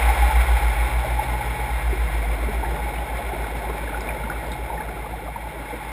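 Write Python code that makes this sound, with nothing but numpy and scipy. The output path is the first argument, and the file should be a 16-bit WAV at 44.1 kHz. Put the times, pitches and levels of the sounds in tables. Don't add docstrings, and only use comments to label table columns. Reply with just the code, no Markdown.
import sys
import numpy as np
from scipy import signal
from scipy.fft import rfft, irfft
from scipy.io import wavfile

SR = 44100
rng = np.random.default_rng(int(sys.argv[2]) if len(sys.argv) > 2 else 0)


def wav_out(sig):
    wavfile.write(sys.argv[1], SR, np.round(np.clip(np.atleast_2d(sig).T, -1, 1) * 32767).astype(np.int16))


N = 261052
TIME = np.arange(N) / SR
BINS = np.fft.rfftfreq(N, 1 / SR)

# [t/s, level/dB]
WASH = [(0, -29.5), (.35, -31), (1.0, -35), (2.7, -38.5), (3.95, -39), (5.35, -44), (5.85, -40.5)]
# [t/s, f/Hz, level/dB]
NEAR = [ (1.045, 613, -16.5), (1.928, 359, -15), (2.328, 550, -23), (2.483, 395, -20), (2.487, 204, -22),
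        (2.635, 836, -13), (2.648, 1670, -22), (2.955, 2500, -29), (2.983, 2900, -31), (3.190, 680, -19),
        (3.318, 788, -18), (3.333, 350, -20.5), (3.443, 1500, -23.5), (3.694, 435, -20.5),
        (3.698, 1045, -23.5), (3.876, 1615, -20), (3.945, 1420, -18.5), (4.007, 5060, -32.5),
        (4.089, 2360, -19), (4.235, 1370, -23.5), (4.239, 216, -22.5), (4.273, 882, -19),
        (4.299, 1414, -17), (4.299, 5100, -40), (4.468, 4720, -42), (4.517, 4780, -39),
        (4.518, 3640, -26.5), (4.700, 882, -16.5), (4.730, 835, -17.5), (4.777, 1780, -23.5),
        (4.803, 834, -18), (4.808, 1620, -23.5), (4.885, 1370, -26), (5.058, 1160, -27),
        (5.136, 734, -24.5), (5.282, 680, -20.5), (5.360, 900, -18.5), (5.726, 280, -24),
        (5.729, 470, -21.5), (5.738, 760, -29)]


def propeller(blade_rows, orders, drone_db):
    in_step_s = 0.073
    blade_db, undertone_db = 0.5, -35.0
    churn, churn_hz = 0.097, 13
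    waver_db, waver_hz = 3.0, 4.0
    drift_turns, drift_hz = 0.1, 2.5
    fade_db_per_s = 0.6

    hz, level_db = follow(blade_rows)
    turns = np.cumsum(hz) / SR
    turns -= np.interp(in_step_s, TIME, turns)
    steady_turns = np.mean(hz) * TIME

    note = np.cos(2 * np.pi * turns) * (1 + churn * wander(churn_hz))
    undertone = amp(undertone_db) * np.cos(2 * np.pi * steady_turns * 3 / 4)
    blade = amp(level_db + blade_db) * (note + undertone)

    drone = np.zeros(N)
    for multiple, order_db in orders:
        level = amp(order_db + waver_db * wander(waver_hz))
        cycles = multiple * steady_turns + drift_turns * wander(drift_hz)
        drone += level * np.cos(2 * np.pi * cycles)
    drone *= amp(-42.5 - fade_db_per_s * TIME + drone_db)
    return np.sqrt(2) * (blade + drone), turns


def octave(turns):
    rest_db, swell_db = -54, -38.5
    level = amp(rest_db) + amp(swell_db) * swell(peak_s=1.26, width_s=0.8)
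    return np.sqrt(2) * level * np.sin(4 * np.pi * turns)


def singing():
    # [t/s, gain/dB]
    surges = [(.077, 7), (.102, 6.5), (.168, 8), (.229, 5.5), (.305, 12), (.358, 4), (1.2, 12), (1.34, 10),
              (1.412, 12.5), (2.798, 6.5)]
    start_hz, rise_hz_per_s = 833.3, 4.0
    core_hz, skirt_hz, skirt = 53.4, 150, 0.34
    surge_s, flutter_db = 0.011, 1.0

    angle = 2 * np.pi * np.cumsum(start_hz + rise_hz_per_s * TIME) / SR
    note = np.zeros(N)
    for wave in (np.cos, np.sin):
        note += (wander(core_hz) + skirt * wander(skirt_hz)) * wave(angle)

    lull_db = -13.5 * swell(peak_s=2.16, width_s=0.26)
    surge_db = sum(gain_db * swell(s, surge_s) for s, gain_db in surges)
    level_db = follow(WASH)[0] + lull_db + surge_db + flutter_db * wander(25)
    return amp(level_db) * note


def cavitation(turns):
    # [f/Hz, level per Hz/dB]
    hiss_colour = [(30, 3), (200, -13.5), (380, -6.5), (700, -2.5), (1050, -2), (1600, -6.5), (2300, -1),
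                   (2520, -10.5), (3650, -12.5), (4200, -20), (4650, -30), (5250, -26.5), (5650, -31),
                   (6000, -38.5)]
    # [f/Hz, width/Hz, gain/dB]
    housing = [(820, 93, 3.5), (1216, 48, -19.5), (1473, 102, 5.5), (1722, 48, 3), (1835, 74, -9.5),
               (1906, 57, 6), (2012, 44, -7.5), (2124, 167, 4.5), (2980, 130, -8.5), (3100, 140, -1.5),
               (5100, 400, 7)]
    pops_per_s, pop_share, spread_db = 1500, 0.44, 1.5
    pulsing, flutter_db = 0.056, 0.62
    trim_db = 0.29

    strength = amp(spread_db * np.minimum(rng.exponential(1, N), 3))
    pops = rng.standard_normal(N) * strength * (rng.random(N) < pops_per_s / SR)
    collapse = rng.standard_normal(N) + pop_share * evened(pops)
    collapse *= 1 + pulsing * np.cos(2 * np.pi * turns)
    collapse *= amp(flutter_db * wander(26))

    housing_db = sum(db / (1 + (2 * (BINS - hz) / width) ** 2) for hz, width, db in housing)
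    hiss = coloured(collapse, spectrum(hiss_colour) + housing_db, band=(1900, 4000))
    return amp(follow(WASH)[0] + trim_db) * hiss


def near_bubbles():
    ring_s, ring_slope = 0.044, 0.49
    swell_cycles = 1.33
    out = np.zeros(N)
    for s, hz, db in NEAR + splinters() + plume():
        t60 = ring_s * (1000 / hz) ** ring_slope
        add(out, s, amp(db) * bubble(hz, t60, rise=0.064, onset_s=swell_cycles / hz))
    return scatter(out)


def splinters(count=3):
    latest_s, weaker_db = 0.025, -11
    below, above = 0.746, 0.31
    rows = []
    for s, hz, db in NEAR:
        for late, size in rng.random((count, 2)):
            octaves = above - (above + below) * size
            rows.append((s + latest_s * late, hz * 2 ** octaves, db + weaker_db))
    return rows


def plume(count=36):
    from_s, to_s = 2.3, 5.4
    low_hz, high_hz = 170, 1500
    weak_db, strong_db = -35.0, -26.5
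    when, size, force = rng.random((count, 3)).T
    s = from_s + (to_s - from_s) * when
    hz = low_hz * (high_hz / low_hz) ** size
    db = weak_db + (strong_db - weak_db) * force
    return list(zip(s, hz, db))


def scatter(x):
    wet_db, t60 = -13.5, 0.1
    t = np.arange(SR // 4) / SR
    tail = rng.standard_normal(len(t)) * amp(-60 * t / t60)
    tail *= t > 0.004
    return x + amp(wet_db) * signal.oaconvolve(x, tail / np.linalg.norm(tail))[:N]


def gurgle():
    # [t/s, level/dB]
    cloud_level = [(0, -45), (.7, -42.5), (1.1, -39), (1.8, -43), (2.4, -37), (3.3, -38), (4.3, -37),
                   (5.35, -42.5), (5.6, -41), (5.9, -43.5)]
    # [f/Hz, level per Hz/dB]
    cloud_colour = [(40, -25), (80, 2.5), (140, 3.5), (220, -1), (400, -2), (600, -0.5), (850, 2),
                    (1150, -16.5), (1600, -17), (2500, -51), (5000, -42)]
    tinkle_db = -15.0
    large = swarm(np.geomspace(80, 3000, 56), per_s=18, cycles=29.2, spread_db=4.5)
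    small = swarm(np.geomspace(950, 2100, 14), per_s=2.9, cycles=24, spread_db=-1.0)
    cloud = coloured(large, spectrum(cloud_colour), band=(170, 650))
    return amp(follow(cloud_level)[0]) * (cloud + amp(tinkle_db) * evened(small))


def swarm(pitches, per_s, cycles, spread_db):
    longest_s = 0.09
    out = np.zeros(N)
    for hz in pitches:
        strength = amp(spread_db * rng.uniform(-0.67, 1, N))
        starts = strength * (rng.random(N) < per_s / SR)
        ring = bubble(hz, min(cycles / hz, longest_s), rise=0.14, onset_s=0.0037)
        out += hz * signal.oaconvolve(starts, ring)[:N]
    return out


def bubble(hz, t60, rise, onset_s):
    t = np.arange(int(t60 * SR) + 2) / SR
    decay = np.exp(-np.log(1000) * t / t60)
    onset = 1 - np.exp(-t / onset_s)
    return np.sin(2 * np.pi * hz * t * (1 + rise * t / t60)) * decay * onset


def amp(db):
    return 10 ** (np.asarray(db) / 20)


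def evened(x):
    return x / np.sqrt(np.mean(x ** 2) + 1e-20)


def follow(rows):
    s, *columns = np.transpose(rows)
    return [np.interp(TIME, s, c) for c in columns]


def spectrum(points):
    hz, db = np.transpose(points)
    return np.interp(np.log(BINS + 1), np.log(hz), db)


def coloured(x, colour_db, band):
    z = rfft(x) * amp(colour_db)
    inside = (BINS > band[0]) & (BINS < band[1])
    return irfft(z, N) / np.std(irfft(z * inside, N))


def wander(rate_hz):
    noise = rfft(rng.standard_normal(N))
    return evened(irfft(noise * np.exp(-(BINS / rate_hz) ** 2), N))


def swell(peak_s, width_s):
    return np.exp(-((TIME - peak_s) / width_s) ** 2)


def add(mix, s, sound):
    part = mix[round(s * SR):][:len(sound)]
    part += sound[:len(part)]


def scene():
    # [t/s, blade rate f/Hz, level/dB]
    slow_blades = [(0.0, 54.41, -21.3), (0.72, 53.09, -20.6), (1.32, 55.5, -28.6), (1.6, 52.03, -30.9),
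                   (1.92, 54.61, -22.3), (2.32, 53.11, -23.3), (3.0, 54.21, -30.5), (3.24, 52.97, -32.2),
                   (3.6, 54.32, -29.9), (5.0, 52.55, -35.7), (5.28, 54.01, -36.4), (5.92, 53.69, -37.9)]
    fast_blades = [(0.0, 59.97, -21.2), (0.36, 60.73, -18.5), (0.72, 60.0, -23.5), (1.56, 60.74, -31.9),
                   (1.88, 61.11, -25.5), (2.24, 60.57, -33.8), (2.56, 61.28, -29.3), (3.12, 60.53, -33.3),
                   (3.92, 61.3, -38.8), (4.48, 61.18, -34.6), (5.08, 60.24, -38.2), (5.92, 60.76, -45.2)]
    # [multiple of the blade rate, relative level/dB]
    slow_orders = [(2, -8), (2.5, -10), (3, -6)]
    fast_orders = [(1.25, -10), (2.25, -10), (3, -11)]

    slow, _ = propeller(slow_blades, slow_orders, drone_db=-1.0)
    fast, turns = propeller(fast_blades, fast_orders, drone_db=-3.0)
    boat = slow + fast + octave(turns) + singing() + cavitation(turns)
    return (boat + near_bubbles() + gurgle())[None]


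def record(dry):
    low_cut_hz, hold_hz, edge_hz = 38, 12000, 15330
    high_pass = signal.butter(3, low_cut_hz, "high", fs=SR, output="sos")
    heard = signal.sosfilt(high_pass, dry)
    slow = signal.resample_poly(heard, hold_hz, SR, axis=1, window=("kaiser", 4))
    steps = np.repeat(slow, 4, axis=1)
    held = signal.resample_poly(steps, SR, 4 * hold_hz, axis=1)[:, :N]
    band_limit = signal.firwin(1023, edge_hz, window=("kaiser", 9), fs=SR)
    return signal.oaconvolve(held, band_limit[None], "same")


dry = scene()
out = record(dry)
wav_out(out)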